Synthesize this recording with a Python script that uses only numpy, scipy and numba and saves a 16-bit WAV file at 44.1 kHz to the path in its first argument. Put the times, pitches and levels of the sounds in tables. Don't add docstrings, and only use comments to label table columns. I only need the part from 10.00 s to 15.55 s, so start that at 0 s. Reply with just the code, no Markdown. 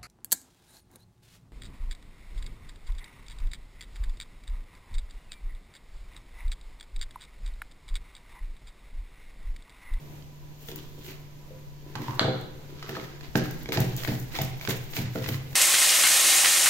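import sys
import numpy as np
from scipy import signal
from scipy.fft import rfft, irfft
from scipy.io import wavfile
from scipy.ndimage import uniform_filter1d
from numba import njit

SR = 44100
rng = np.random.default_rng(int(sys.argv[2]) if len(sys.argv) > 2 else 0)


def store_wav(level_fs):
    pcm = np.round(np.clip(np.atleast_2d(level_fs), -1, 1) * 32767)
    wavfile.write(sys.argv[1], SR, pcm.T.astype(np.int16))


N = 244907

# (frequency [Hz], level [dB])
AIR_SPECTRUM = [(30, -39), (75, -6.5), (110, -7), (200, -13.5), (320, -14.5), (600, -22.5), (1300, -33.5),
                (2500, -33), (5000, -43), (9000, -30.5), (16000, -37)]
AIR_DB = -49.5
# (frequency [Hz], hum wander or whine bandwidth [Hz], central rms level [dB])
MOTOR = [(146.2, 2.12, -46.5), (985, 28, -64)]
# (time [s], rms level [dB])
HANDLING_LEVEL = [(0.0, -42.5), (2.6, -42.5), (3.0, -43.5), (3.6, -35), (4.1, -36), (5.55, -43)]
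# (frequency [Hz], gain [dB])
HANDLING_SPECTRUM = [(15, 4.5), (30, -4.5), (50, -6.0), (75, -17), (120, -40.5)]
# (frequency [Hz], time to fall 60 dB [s])
ROOM_T60 = [(60, 0.67), (250, 0.9), (1000, 0.7), (4000, 0.73), (8000, 0.32), (16000, 0.05)]
# (frequency [Hz], echo energy over its send [dB])
ROOM_LEVEL = [(60, 1), (140, -1), (280, -4.5), (600, -0.5), (1200, -2.5), (2500, -2.5), (4000, -7),
              (8000, -3), (16000, -12)]
# (frequency [Hz], left-right correlation [-1 to 1])
STEREO_LIKENESS = [(25, 0.06), (80, 1), (160, 1), (350, 0.54), (700, 0.24), (1400, 0.011), (16000, 0.016)]
# (frequency [Hz], gain [dB])
MIC_RESPONSE = [(20, -5), (4500, 1.5), (7000, -3), (8000, -13.5), (10000, -12), (11000, -17), (12000, -4),
                (14000, -4), (16000, -13)]
# (frequency [Hz], left minus right [dB])
PORT_MISMATCH = [(60, 2.5), (110, 0.5), (200, -2.5), (380, 1), (700, 0.5), (1290, 0), (2380, -1),
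                 (4400, -2.5), (8120, -8), (15000, 8.5)]
TOP_HZ = 16000

# (time [s], rms level [dB])
THREAD_LEVEL = [(1.951, -85), (1.959, -35.5), (2.0, -54), (2.07, -48.5), (2.095, -46), (2.17, -47.5),
                (2.191, -38)]
THREAD_HZ = 944
# (frequency [Hz], width [Hz], relative height in the spectrum [dB])
LID_MODES = [(610, 320, 6.5), (1425, 690, 7.5), (2215, 320, -2.5), (3380, 520, 3.5), (4110, 630, 7),
             (4750, 430, -2), (5240, 1300, -24), (7500, 6800, -14.5)]
# (frequency [Hz], gain [dB])
LID_CRACK = [(300, -6), (1200, -4), (2600, -4.5), (3000, 0.5),
             (4700, -12.0), (5200, -14), (8000, -12), (16000, -28)]
LID_S, LID_DB, LID_PAN_DB = 2.1945, -2.8, 1.5

# (peak time [s], rise by 20 dB [s], fall by 20 dB [s], rustle level [dB], rustle centre [Hz],
#  sizzle level before its share [dB], rumble level before its share [dB])
SLIDES = [(0.69, 0.14, 0.35, -52, 2810, -48.5, -43), (0.77, 0.03, 0.3, -55.5, 2900, -55, -40),
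          (0.851, -0.13, 0, -48, 3300, -69, -42), (1.02, 0.1, 0.36, -56, 3400, -62, -43.5),
          (1.101, 0.13, 0.09, -47, 2380, -44.5, -50), (1.956, 0.45, 0, -64, 1730, -65, -42),
          (2.03, 0.24, 0.64, -49, 1820, -53.5, -34.5), (2.83, -0.24, 0.5, -49.5, 1350, -55.5, -41),
          (2.969, 0.34, 0.22, -43, 1450, -54, -33.5), (3.04, -0.45, 0.25, -65, 1700, -55, -42),
          (3.231, -0.08, 0.1, -47.5, 2170, -57, -32), (3.36, 0.0139, 0.24, -37, 1690, -46, -23.5),
          (3.511, -0.2, -0.19, -46, 2030, -29, -53), (3.635, 0.3, -0.3, -54.5, 2050, -45, -60),
          (3.723, 0.004, 0.15, -31, 1800, -32.5, -17), (3.8, -0.01, 0.2, -37.5, 1800, -37, -25),
          (3.973, -0.4, 0.35, -44, 3570, -37.5, -49), (4.078, -0.11, 0.12, -34.5, 1860, -40, -25.5),
          (4.354, 0.05, 0.2, -34.5, 2096, -39, -29), (4.414, -0.0854, 0.01, -26, 2070, -38, -23),
          (4.61, 0, 0.65, -48.5, 2300, -44.5, -55), (4.688, -0.28, 0.09, -32.5, 1950, -30, -24.5),
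          (4.88, .06, 0.36, -66, 2620, -49, -57), (4.975, .06, 0.12, -34, 2280, -39, -28.5),
          (5.178, .05, 0.13, -44, 1650, -52, -37), (5.289, 0.16, 0.13, -39, 2170, -37, -38),
          (5.46, .05, 1, -55.5, 2700, -50, -58), (5.55, -0.06, -8, -35, 1770, -44, -33)]
# (frequency [Hz], gain [dB])
RUSTLE_COLOUR = [(500, -3), (850, -2), (1150, -5), (1600, -3), (2500, -4.5), (4000, -4), (6500, -10),
                 (9000, -11), (16000, -20.5)]
# (frequency [Hz], gain [dB])
SIZZLE_COLOUR = [(3000, -32), (6000, -10), (9000, -1), (12000, -4.5), (16000, 2)]
SIZZLE_SHARE, RUMBLE_SHARE = 2.17, 0.28
MESH_WIDTH, PATCHY_DB = .25, 1.8
HOLLOW_HZ = 341

# (time [s], peak level before panning [dB], ring frequency [Hz], crack over ring [dB], left minus right [dB])
TICKS = [(0.2236, -43.5, 3220, 1, -10), (0.6863, -28, 3480, -1, 8), (0.7158, -30.5, 3530, 1, -1.5),
         (0.759, -39, 1040, 13, -9), (1.088, -41, 2130, -2, -7), (1.9539, -21.5, 1024, 10, -7.5),
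         (2.0179, -36.5, 1070, 16, -16), (2.096, -32, 1050, -14, -9), (2.1083, -30.5, 1060, 2, -12),
         (2.8264, -24, 1270, 8, 0), (2.871, -32.5, 1270, -4, 2), (2.893, -24.5, 1800, 1, -6),
         (2.929, -31, 1800, -2, -4), (2.9528, -24.5, 1660, -20, -4), (2.9675, -24.5, 1265, 0, 6),
         (2.9986, -31.5, 2170, -13, -11), (3.2094, -34.5, 1710, 6.5, -6), (3.3552, -13, 1620, 2.5, -11.5),
         (3.457, -26.5, 1330, 6, -3.0), (3.6584, -24, 2256, -6, 0), (3.689, -23.5, 1740, 14, -2),
         (3.7217, -15, 2310, -2, 8), (3.7729, -14.5, 1800, 6, -7), (4.0347, -23, 1910, 7, -8),
         (4.0491, -21, 2190, 6, 18.5), (4.0757, -23, 1720, -6, -10), (4.337, -31, 2000, -2, 2),
         (4.353, -30, 2300, 3, 13), (4.3879, -17.5, 2220, 6, 1), (4.4173, -23, 2250, 25, -3.0),
         (4.5967, -35, 6200, -4, -9), (4.6119, -26, 2350, -1, 0), (4.6506, -21.5, 2310, 9, 3),
         (4.6744, -26, 1580, 2.5, -22), (4.7055, -22, 2290, 24, -17), (4.935, -28.5, 2200, 5.5, -5),
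         (4.9666, -24, 2380, 8, -15), (5.1577, -26.5, 1410, -3, -10), (5.242, -26.5, 1920, 3, -13),
         (5.2615, -25, 1810, 6, 10), (5.2892, -22, 2370, 11, -4), (5.3431, -28, 2000, 11, -11),
         (5.53, -35, 1790, 4, -9)]
# (time [s], peak level before panning [dB], left minus right [dB])
SNAPS = [(0.6594, -30, -3), (0.7592, -26, 19), (1.08, -36, 12), (2.018, -26, 1), (2.1939, -29, -2),
         (2.412, -32.5, -12), (2.8928, -24.5, 7), (3.438, -24.5, 5), (3.632, -24, 3), (3.7234, -37, 23),
         (3.803, -9.5, -1), (3.9649, -12, -1), (4.0746, -23.5, 27), (4.362, -33, 17), (4.4176, -8.5, 4),
         (4.448, -16, -1), (4.599, -36, -7), (4.7047, -12, -7), (4.963, -21, 20), (5.2884, -12.5, 8)]
TICK_CYCLES = 26.3

# (time [s], peak level [dB], freedom to ring [share of full decay], boom over wall [dB],
#  wall mode best struck [Hz], loss away from it [dB per octave, sign ignored])
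THUDS = [(0.684, -31, 0.36, -20, 445, 14.5), (0.719, -34.5, 0.64, -16, 375, 20),
         (0.77, -38, 0.6, -16, 330, 21.5), (0.98, -36, 0.4, -13, 358, 16.5),
         (1.079, -39.5, 0.9, -21, 357, 24), (1.506, -39.5, 0.75, -23, 510, 40),
         (1.955, -28.5, 0.6, 5, 330, 9), (1.997, -26, 0.66, -13.5, 282, 22), (2.086, -24.5, 1, 3.5, 298, 9),
         (2.211, -15, 0.25, -19.5, 550, 9), (2.244, -15, 0.54, -16, 544, 17),
         (2.279, -17.5, 1, -12, 520, 9), (2.888, -26, 0.77, -11.5, 480, 11), (2.969, -27, 0.9, -13, 595, 4),
         (3.352, -9, 0.67, -9, 403, 1.5), (3.686, -21, 0.86, -18, 416, 16.5),
         (3.773, -12, 0.83, -4, 765, 3.5), (3.799, -14.5, 0.98, 8.5, 191, 5),
         (4.081, -18.5, 0.82, -1, 305, 1.5), (4.12, -22, 0.48, -6, 193, 1.5),
         (4.387, -19, 0.9, -11.5, 770, 11), (4.405, -18, 0.5, -4, 179, 11), (4.68, -17, 0.53, -6, 385, 6),
         (4.719, -24, 0.6, -6, 454, 28), (4.984, -19, 1, 3.5, 189, 0), (5.04, -23, 0.4, 7, 400, -4),
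         (5.153, -19.5, 0.8, -9, 440, 7), (5.175, -29.5, 0.67, -16, 450, 30),
         (5.215, -24.5, 0.37, -4, 450, 12), (5.283, -20.5, 0.3, 3, 232, 3),
         (5.31, -22.5, 0.26, 1.5, 267, 12), (5.349, -27.5, 0.32, 17, 190, 14), (5.518, -33, 0.7, 5, 290, 3)]
# (frequency before detuning [Hz], relative level [dB], full time to fall 60 dB [s])
BASIN_MODES = [(102, -10, 0.29), (124.4, 9, 0.42), (178.7, 4.5, 0.27), (234.1, 0.5, 0.33),
               (304.3, -1.5, 0.29), (380.7, -3, 0.22), (449.6, -6, 0.36), (511.5, -7.5, 0.23),
               (648.3, -4, 0.11), (769, 1, 0.071), (864, -1, 0.12), (957, -4, 0.059)]
CONTACT_MS, BOOM_HZ = 0.91, 150
SWELL_CYCLES = 0.48


def undb(db):
    return 10 ** (np.asarray(db) / 20)


def unit(x):
    return x / np.sqrt(np.mean(x ** 2))


def curve(table, hz):
    f, v = np.transpose(table)
    return np.interp(np.log(np.maximum(hz, 1)), np.log(f), v)


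def colour(x, table):
    cepstrum = irfft(np.log(undb(curve(table, np.fft.rfftfreq(4096, 1 / SR)))))
    cepstrum[1:2048] *= 2
    cepstrum[2049:] = 0
    impulse = irfft(np.exp(rfft(cepstrum)))
    return signal.fftconvolve(x, impulse)[:len(x)]


@njit
def svf(x, hz, share):
    y, band, low = np.empty(len(x)), 0., 0.
    for i in range(len(x)):
        g = np.tan(np.pi * hz[i] / SR)
        v = (band + g * (x[i] - low)) / (1 + g * (g + share))
        band, low, y[i] = 2 * v - band, low + 2 * g * v, share * v
    return y


def pair(size):
    likeness = np.clip(curve(STEREO_LIKENESS, np.fft.rfftfreq(size, 1 / SR)), 0, 1)
    mid, side = rfft(rng.standard_normal((2, size)))
    mid = mid * np.sqrt((1 + likeness) / 2)
    side = side * np.sqrt((1 - likeness) / 2)
    return irfft(mid + np.array([[1], [-1]]) * side, size)


def ring(t, hz, t60, phase=0):
    return np.sin(2 * np.pi * hz * t + phase) * np.exp(-np.log(1000) * t / t60)


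def add(out, s, sound, db, pan_db=0):
    i = int(s * SR)
    sound = sound[:N - i]
    sound = sound * undb(db) / np.abs(sound).max()
    out[:, i:i + len(sound)] += sound * undb(np.array([[pan_db], [-pan_db]]) / 2)


def walk(rate):
    hold = int(SR / rate)
    steps = np.repeat(rng.standard_normal(N // hold + 1), hold)
    return unit(uniform_filter1d(uniform_filter1d(steps, hold), hold)[:N])


def grains(rate, spread_db, bed):
    hit = rng.random(N) < rate / SR
    size = undb(spread_db * np.minimum(rng.exponential(size=N), 4.5))
    clicks = unit(hit * size * rng.standard_normal(N))
    return unit(clicks + bed * rng.standard_normal(N))


def kitchen_air():
    air = unit(np.array([colour(c, AIR_SPECTRUM) for c in pair(N)]))
    return air * undb(AIR_DB + 1.6 * walk(9))


def motor():
    t = np.arange(N) / SR
    (hz, width, db), (whine_hz, whine_width, whine_db) = MOTOR
    wander = np.cumsum(width / 2 * walk(2.8)) / SR
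    hum = np.sqrt(2) * undb(db + 1.0 * walk(15)) * np.sin(2 * np.pi * (hz * t + wander))
    whine = signal.lfilter(*signal.iirpeak(whine_hz, whine_hz / whine_width, SR), pair(N))
    return hum + unit(whine) * undb(whine_db)


def handling():
    s, db = np.transpose(HANDLING_LEVEL)
    deep = np.array([colour(c, HANDLING_SPECTRUM) for c in pair(N)])
    return unit(deep) * undb(np.interp(np.arange(N) / SR, s, db))


def room():
    t, tail = np.arange(int(1.2 * SR)) / SR, 0
    hz = np.fft.rfftfreq(len(t), 1 / SR)
    noise = rfft(pair(len(t)))
    build = 1 - np.exp(-(t / 0.0048) ** 2)
    for centre in 45 * 2 ** np.arange(0, 9, .5):
        weight = np.clip(1 - 2 * np.abs(np.log2(np.maximum(hz, 1) / centre)), 0, 1)
        band = irfft(noise * weight, len(t))
        fade = np.exp(-np.log(1000) * t / max(curve(ROOM_T60, centre), .1)) * build
        tail = tail + band * fade / np.sqrt(np.sum(fade ** 2)) * undb(curve(ROOM_LEVEL, centre))
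    return tail


def lid_thread():
    s, db = np.transpose(THREAD_LEVEL)
    rattle = unit(svf(grains(400, 5.8, 0.63), np.full(N, 1. * THREAD_HZ), 0.13))
    return rattle * undb(np.interp(np.arange(N) / SR, s, db, -150, -150))


def lid_snap():
    crack_side, other_side = np.zeros((2, N)), np.zeros((2, N))
    t = np.arange(SR // 20) / SR
    phases = 2 * np.pi * rng.random(len(LID_MODES))
    modes = np.array([undb(db) * width ** 2 * t * ring(t, hz, np.log(1000) / np.pi / width, phase)
                      for (hz, width, db), phase in zip(LID_MODES, phases)])
    whole_peak = np.abs(modes.sum(axis=0)).max()
    for k, out in enumerate((crack_side, other_side)):
        half = modes[k::2].sum(axis=0)
        half_db = 20 * np.log10(np.abs(half).max() / whole_peak)
        add(out, LID_S, half, LID_DB + half_db, LID_PAN_DB)
    crack = colour(rng.standard_normal(len(t)) * np.exp(-t / 0.0058), LID_CRACK)
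    add(crack_side, LID_S, crack, -14.0, LID_PAN_DB)
    return crack_side, other_side


def slides():
    s, rise, fall, rustle_db, centre_hz, sizzle_db, rumble_db = np.transpose(SLIDES)[:, :, None]
    sample_s, time = np.arange(N) / SR, np.arange(0, N + 64, 64) / SR
    before, after = (s - time) / np.maximum(rise, .003), (time - s) / np.maximum(fall, .003)
    swell_db = -20 * np.where(time < s, before, after)

    def level(db):
        return np.interp(sample_s, time, np.sqrt(np.sum(undb(db + swell_db) ** 2, axis=0)))

    def wide(x, share):
        return unit(x[0] + share * x[1:])

    centre_hz = np.interp(sample_s, s[:, 0], centre_hz[:, 0])
    hollow_hz = np.full(N, 1. * HOLLOW_HZ)
    rustle = [colour(grains(900, 2.41, 1.0), RUSTLE_COLOUR) for _ in range(3)]
    rustle = np.array([x + 0.86 * svf(x, centre_hz, MESH_WIDTH) for x in rustle])
    rustle = wide(rustle, 2.04) * undb(PATCHY_DB * walk(70))
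    sizzle = np.array([colour(grains(3000, 0.34, 0.53), SIZZLE_COLOUR) for _ in range(3)])
    sizzle = wide(sizzle, 6.6) * undb(3.4 * walk(63))
    rumble = unit(svf(svf(grains(400, 7.3, 0.63), hollow_hz, 0.47), hollow_hz, 0.47))
    out = rustle * level(rustle_db)
    out = out + SIZZLE_SHARE * sizzle * level(sizzle_db)
    return out + RUMBLE_SHARE * rumble * level(rumble_db)


def snaps():
    out, t = np.zeros((2, N)), np.arange(SR // 10) / SR
    for s, db, pan_db in SNAPS:
        burst = rng.standard_normal(len(t)) * np.exp(-t / 0.0028)
        add(out, s, colour(burst, SIZZLE_COLOUR), db, pan_db)
    return out


def ticks():
    out, t = np.zeros((2, N)), np.arange(SR // 10) / SR
    for s, db, hz, crack_db, pan_db in TICKS:
        crack = colour(rng.standard_normal(len(t)) * np.exp(-t / 0.0045), RUSTLE_COLOUR)
        t60 = TICK_CYCLES / hz
        plastic = ring(t, hz, t60) + 0.71 * ring(t, hz * 1.44, t60 / 2)
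        add(out, s, undb(crack_db) * crack + plastic, db, pan_db)
    return out


def thuds():
    out, t = np.zeros((2, N)), np.arange(SR) / SR
    hz, db, t60 = np.transpose(BASIN_MODES)[:, :, None]
    push = np.sin(np.pi * np.clip(t[:SR // 20] * 1000 / CONTACT_MS, 0, 1))
    swell = 1 - np.exp(-t * hz / SWELL_CYCLES)
    for s, peak_db, free, boom_db, spot_hz, off_db in THUDS:
        share, detune, phase = rng.standard_normal((3, len(hz), 1))
        wall_db = -np.abs(off_db) * np.abs(np.log2(hz / spot_hz))
        spot_db = np.where(hz < BOOM_HZ, boom_db, wall_db)
        size = undb(db + spot_db + 2.1 * share) * swell
        modes = ring(t, hz * (1 + 0.0054 * detune), np.clip(t60 * free, .03, 1.5), np.pi * phase)
        body = np.sum(size * modes, axis=0)
        add(out, s, signal.fftconvolve(body, push)[:SR], peak_db)
    return out


def scene():
    basin = thuds() + ticks() + snaps() + slides()
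    jar, jar_other = lid_snap()
    jar = jar + lid_thread()
    sends = [basin + undb(3.5) * jar, undb(3.5) * jar_other]
    echo = sum(signal.fftconvolve(np.mean(x, axis=0, keepdims=True), room())[:, :N] for x in sends)
    jar = jar + jar_other
    basin[1] = np.roll(basin[1], shift=6)
    jar[0] = np.roll(jar[0], shift=3)
    return basin + jar + echo + kitchen_air() + motor() + handling()


def record(dry):
    ports = []
    for x, sign in zip(dry, (1, -1)):
        mismatch = [(hz, sign * db / 2) for hz, db in PORT_MISMATCH]
        ports.append(colour(colour(x, MIC_RESPONSE), mismatch))
    top_cut = signal.ellip(10, .2, 80, TOP_HZ, fs=SR, output="sos")
    return signal.sosfilt(top_cut, np.array(ports))


dry = scene()
out = record(dry)
store_wav(out)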